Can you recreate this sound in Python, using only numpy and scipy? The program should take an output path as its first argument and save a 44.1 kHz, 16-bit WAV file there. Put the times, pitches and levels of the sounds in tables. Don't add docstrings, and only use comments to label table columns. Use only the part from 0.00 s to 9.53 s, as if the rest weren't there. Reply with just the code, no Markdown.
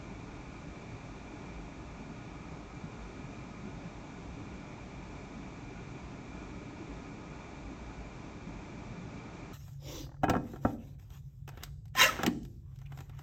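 import sys
import numpy as np
from scipy import signal
from scipy.fft import rfft, irfft, next_fast_len
from scipy.io import wavfile

SR = 44100
rng = np.random.default_rng(int(sys.argv[2]) if len(sys.argv) > 2 else 0)


def put_to_file(sound):
    columns = np.atleast_2d(sound).T
    safe = np.clip(columns, -1, 1)
    whole_steps = np.round(safe * 32767)
    wavfile.write(sys.argv[1], SR, whole_steps.astype(np.int16))


N = 420273
TIME = np.arange(N) / SR


# (frequency [Hz], relative density [dB])
BOOM_SPECTRUM = [(8, -33), (22, -27.5), (31, -20.5), (38, -6), (47, 0), (53, 0.5), (59, -1.5), (68, -3.5),
                 (85, -13.5), (130, -53.5)]
BODY_SPECTRUM = [(45, -33), (68, -9.5), (85, -2.5), (115, 0), (143, 1), (158, 0), (175, 1), (205, -2),
                 (225, -1), (243, -7.5), (290, -25.5), (400, -53.5)]
PANEL_SPECTRUM = [(150, -44.5), (240, -10.5), (255, -3), (268, 0), (302, -1.5), (330, -6), (362, -8),
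                  (385, -5), (418, -8.5), (455, -15.5), (600, -42.5)]
# (time [s], level [dB])
BODY_LEVEL = [(0, -50.5), (0.8, -50.5), (1.9, -51), (2.1, -50), (3.2, -49.5), (4.1, -50.5), (4.45, -47.5),
              (4.9, -50.5), (6.1, -49.5), (6.4, -50.5), (7.0, -49), (8.3, -51), (8.7, -49.5), (9.1, -46.5),
              (9.3, -51), (9.53, -51)]
# (time [s], level [dB])
PANEL_LEVEL = [(0, -52.5), (4.9, -53.5), (5.4, -52), (6.0, -52.5), (6.4, -51), (6.7, -51.5), (7.1, -51),
               (7.5, -53), (9.53, -53)]
# (centre time [s], duration [s], gain [dB])
BOOM_LULLS = [(0.6, .25, -7), (0.84, 0.23, -9), (1.76, .14, -8), (4.72, .22, -8), (5.39, .18, -6),
              (6.79, .25, -9), (8.72, 0.3, -13), (9.29, .2, -8)]
BODY_LULLS = [(0.02, .14, -1), (1.91, 0.24, -2.5), (2.69, .12, -5), (8.11, 0.15, -3), (8.41, 0.051, -4)]

def rumble(boom_db=-55.5):
    lull_db = swells(BODY_LULLS)
    boom = heaving(BOOM_SPECTRUM, boom_db + swells(BOOM_LULLS), calm=0.4, window_s=0.088)
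    body = heaving(BODY_SPECTRUM, level_curve(BODY_LEVEL) + lull_db, calm=0.45, window_s=0.065)
    panels = heaving(PANEL_SPECTRUM, level_curve(PANEL_LEVEL) + lull_db, calm=0.39, window_s=0.082)
    return boom + body + panels


# (crest time [s], frequency [Hz], duration [s], crest level [dB])
THROBS = [(0.669, 171, .09, -47.5), (0.93, 114, 0.11, -47.5), (1.589, 56, 0.12, -45),
          (1.59, 158, 0.072, -48), (1.859, 55, .1, -50), (2.022, 202, 0.049, -50), (2.53, 151, 0.14, -45),
          (2.775, 136, 0.051, -44), (3.058, 52, 0.17, -45.5), (3.104, 350, 0.092, -52.5),
          (3.18, 278, .09, -49), (3.256, 130, 0.081, -43), (3.411, 140, .07, -46), (3.654, 188, 0.085, -43),
          (3.679, 374, 0.17, -53), (3.869, 174, 0.076, -42), (4.306, 54, 0.13, -48),
          (4.393, 290, 0.12, -48.5), (5.1, 54, .13, -48), (5.383, 194, 0.11, -47),
          (5.934, 122, 0.09, -48.5), (6.27, 290, .09, -49), (6.37, 168, 0.098, -47), (6.407, 52, 0.25, -51),
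          (6.57, 178, .09, -49), (6.82, 310, .1, -49), (6.905, 290, 0.062, -47), (6.933, 54, 0.17, -47.5),
          (7.672, 54.3, .14, -46), (7.715, 285, 0.098, -46), (7.894, 58, .07, -45.5), (8.004, 58, .06, -43),
          (8.165, 115, .05, -46.5), (8.26, 278, .11, -50.5), (8.552, 54, .15, -48),
          (8.911, 121, 0.086, -46), (8.986, 174, 0.12, -48.5)]

def throbs(spread_octaves=0.18):
    size = SR // 2
    t = (np.arange(size) - size / 2) / SR
    hz = np.fft.rfftfreq(size, 1 / SR)
    out = np.zeros(N)
    for crest_s, pitch_hz, length_s, db in THROBS:
        swell = hump(t, length_s)
        band = np.exp(-.5 * (np.log2((hz + 1) / pitch_hz) / spread_octaves) ** 2)
        band_noise = irfft(rfft(rng.standard_normal(size)) * band, size)
        carrier = np.cos(np.angle(signal.hilbert(band_noise)))
        throb = irfft(rfft(swell * carrier) * np.sqrt(band), size)
        throb *= np.linalg.norm(swell) / np.linalg.norm(throb)
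        add(out, crest_s + t[0], gain_of(db) * throb)
    return out


# (time [s], frequency [Hz], peak level [dB])
THUDS = [(0.108, 194, -38.5), (1.334, 291, -38.5), (2.097, 203, -36), (2.837, 156, -34.5),
         (6.798, 335, -39.5), (8.467, 174, -35.5)]

def thuds(rise_s=0.0044, t60_s=0.097, sag=0.06):
    t = np.arange(SR // 4) / SR
    decay = gain_of(-60 * np.maximum(t - rise_s, 0) / t60_s)
    envelope = np.minimum(t / rise_s, 1) * decay
    glide = 1 + sag * (2 * decay - 1)
    out = np.zeros(N)
    for start_s, pitch_hz, db in THUDS:
        turns = np.cumsum(pitch_hz * glide) / SR
        add(out, start_s, gain_of(db) * envelope * np.sin(2 * np.pi * turns))
    return out


# (frequency [Hz], relative density [dB])
AIR_SPECTRUM = [(20, -26.5), (120, -1.5), (480, -0.5), (950, -1), (1100, -7), (1350, -6.5), (1530, -10),
                (2150, -10), (2750, -15), (3050, -19), (4000, -17.5), (5100, -20.5), (6200, -17.5),
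                (7600, -24.5)]
# (frequency [Hz], width [Hz], gain [dB])
DUCT_RESONANCES = [(597, 42, 3), (699, 55, 3), (804, 36, 3), (872, 35, 3), (1010, 80, 2.5), (1053, 26, 4),
                   (1172, 94, 4.5), (1267, 81, 2.5), (1440, 85, 4.5), (1685, 71, 4.5), (1920, 44, 1),
                   (2095, 55, 4), (2232, 70, 3), (2379, 252, 10), (2548, 55, 4), (2664, 66, 6),
                   (2824, 190, 3), (3230, 87, 5), (3477, 83, 5), (3670, 310, 4), (4400, 170, 1.5),
                   (6850, 94, 4), (7300, 180, 2.5)]
DUCT_NOTCHES = [(755, 28, -1.5), (1340, 30, -2), (1531, 26, -3), (2003, 37, -1.5), (2150, 34, -2),
                (2710, 46, -2)]

def vents(level_db=-52, flutter_db=0.29):
    def colour(hz):
        path_db = sum(db * .5 ** ((2 * (hz - centre) / width) ** 2)
                      for centre, width, db in DUCT_RESONANCES + DUCT_NOTCHES)
        return spectrum_at(AIR_SPECTRUM, hz) + path_db
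    return gain_of(level_db + flutter_db * drift(5.5)) * noise(colour)


# (order [multiple of shaft speed], rms level [dB])
IDLE_ORDERS = [(1, -78), (2, -68), (3, -75), (4, -61.5), (8, -71.5)]
BLOWER_ORDERS = [(1, -62), (2, -62), (3, -67.5)]
# (frequency [Hz], rms level [dB])
HUMS = [(97.5, -65.5), (286, -65.5), (596.5, -73.3), (684, -76.5)]

def machines(crank_hz=13.05, blower_hz=59.55):
    engine = shaft(crank_hz, IDLE_ORDERS, wander=.002, waver_db=1.0)
    blower = shaft(blower_hz, BLOWER_ORDERS, wander=.0015, waver_db=-1.5)
    hums = sum(shaft(hz, [(1, db)], wander=.00098, waver_db=1.0) for hz, db in HUMS)
    return engine + blower + hums


# (frequency [Hz], relative density [dB])
ROAR_SPECTRUM = [(250, -25), (400, -2), (700, -0.5), (1000, -1.5), (1400, -6), (2200, -25.5)]
# (crest time [s], duration [s], gain [dB])
ROAR_SWELLS = [(2.95, 1.2, 14), (6.39, .45, 16)]

def truck_roar(base_db=-74):
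    return gain_of(base_db + swells(ROAR_SWELLS)) * noise(lambda hz: spectrum_at(ROAR_SPECTRUM, hz))


# (time [s], level [dB])
LOW_RING_LEVEL = [(0, -72), (0.6, -67), (1.0, -75), (1.6, -75), (2.25, -67), (3.7, -67.5), (3.95, -76),
                  (4.95, -76), (5.35, -65), (5.7, -77), (6.2, -73), (6.38, -65), (6.55, -67), (7.1, -67),
                  (7.3, -64), (7.55, -73), (7.93, -66), (8.2, -72), (8.9, -73), (9.2, -65), (9.53, -72)]
# (crest time [s], duration [s], gain [dB])
HIGH_RING_SWELLS = [(0.5, .5, 8), (2.15, .6, 8), (2.96, 0.45, 10), (3.73, 0.4, 10), (4.15, .35, 8),
                    (4.62, .45, 9), (5.77, .45, 11.5), (6.38, .4, 10), (7.25, 0.74, 9), (7.96, .35, 9),
                    (9.12, .7, 7.5)]

def truck_rings(high_base_db=-76):
    low = narrow_band(centre_hz=1254, width_hz=40, wander=.003, waver_db=0.3)
    high = narrow_band(centre_hz=1444, width_hz=44, wander=.006, waver_db=-0.1)
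    high_db = high_base_db + swells(HIGH_RING_SWELLS)
    return gain_of(level_curve(LOW_RING_LEVEL)) * low + gain_of(high_db) * high


def vent_whine(level_db=-71):
    return gain_of(level_db) * narrow_band(centre_hz=2364, width_hz=28, wander=.008, waver_db=2.0)


def heaving(spectrum, level_db, calm, window_s):
    x = noise(lambda hz: spectrum_at(spectrum, hz))
    power = coloured(x ** 2, lambda hz: low_pass_db(hz * window_s))
    compressed = x / np.maximum(power, 1) ** (calm / 2)
    return gain_of(level_db) * unit_rms(compressed)


def shaft(speed_hz, orders, wander, waver_db):
    turns = np.cumsum(speed_hz * (1 + wander * drift(0.83))) / SR
    out = np.zeros(N)
    for order, db in orders:
        amplitude = np.sqrt(2) * gain_of(db + waver_db * drift(1.8))
        out += amplitude * np.sin(2 * np.pi * (order * turns + rng.random()))
    return out


def narrow_band(centre_hz, width_hz, wander, waver_db):
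    phase = 2 * np.pi * np.cumsum(centre_hz * (1 + wander * drift(4.054))) / SR
    band = drift(width_hz) * np.cos(phase) + drift(width_hz) * np.sin(phase)
    return gain_of(waver_db * drift(2.9)) * band


def drift(rate_hz):
    return noise(lambda hz: low_pass_db(hz / rate_hz))


def low_pass_db(ratio):
    return -12 * np.minimum(ratio, 4) ** 2


def noise(db_at):
    return unit_rms(coloured(rng.standard_normal(N), db_at))


def coloured(x, db_at):
    size = next_fast_len(N)
    response = gain_of(db_at(np.fft.rfftfreq(size, 1 / SR)))
    return irfft(rfft(x, size) * response, size)[:N]


def spectrum_at(points, hz):
    knots_hz, db = np.transpose(points)
    return np.interp(np.log(hz + 1), np.log(knots_hz + 1), db)


def level_curve(points):
    return np.interp(TIME, *np.transpose(points))


def swells(rows):
    return sum(db * hump(TIME - centre_s, length_s) for centre_s, length_s, db in rows)


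def hump(t, length_s):
    return np.cos(np.pi * np.clip(t / length_s, -.5, .5)) ** 2


def gain_of(db):
    return 10 ** (np.asarray(db) / 20)


def unit_rms(x):
    return x / np.sqrt(np.mean(x ** 2) + 1e-20)


def add(mix, start_s, sound):
    part = mix[max(round(start_s * SR), 0):][:len(sound)]
    part += sound[:len(part)]


def scene():
    return (machines() + vents() + truck_rings() + vent_whine()
            + rumble() + truck_roar() + throbs() + thuds())[None]


# (frequency [Hz], gain [dB])
TREBLE_ROLL_OFF = [(7600, 0), (7900, -7), (8350, -10.5), (8750, -22.5), (9000, -28.5)]
# (frequency [Hz], relative density [dB])
HISS_SPECTRUM = [(20, 0.5), (15300, -1), (15900, -13), (17000, -40.5)]

def record(dry, edge_hz=8950, hiss_db=-99):
    dull = coloured(dry[0], lambda hz: spectrum_at(TREBLE_ROLL_OFF, hz))
    low_pass = signal.firwin(511, edge_hz, window=("kaiser", 9), fs=SR)
    limited = signal.oaconvolve(dull, low_pass, "same")
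    hiss = gain_of(hiss_db) * noise(lambda hz: spectrum_at(HISS_SPECTRUM, hz))
    return (limited + hiss)[None]


dry = scene()
out = record(dry)
put_to_file(out)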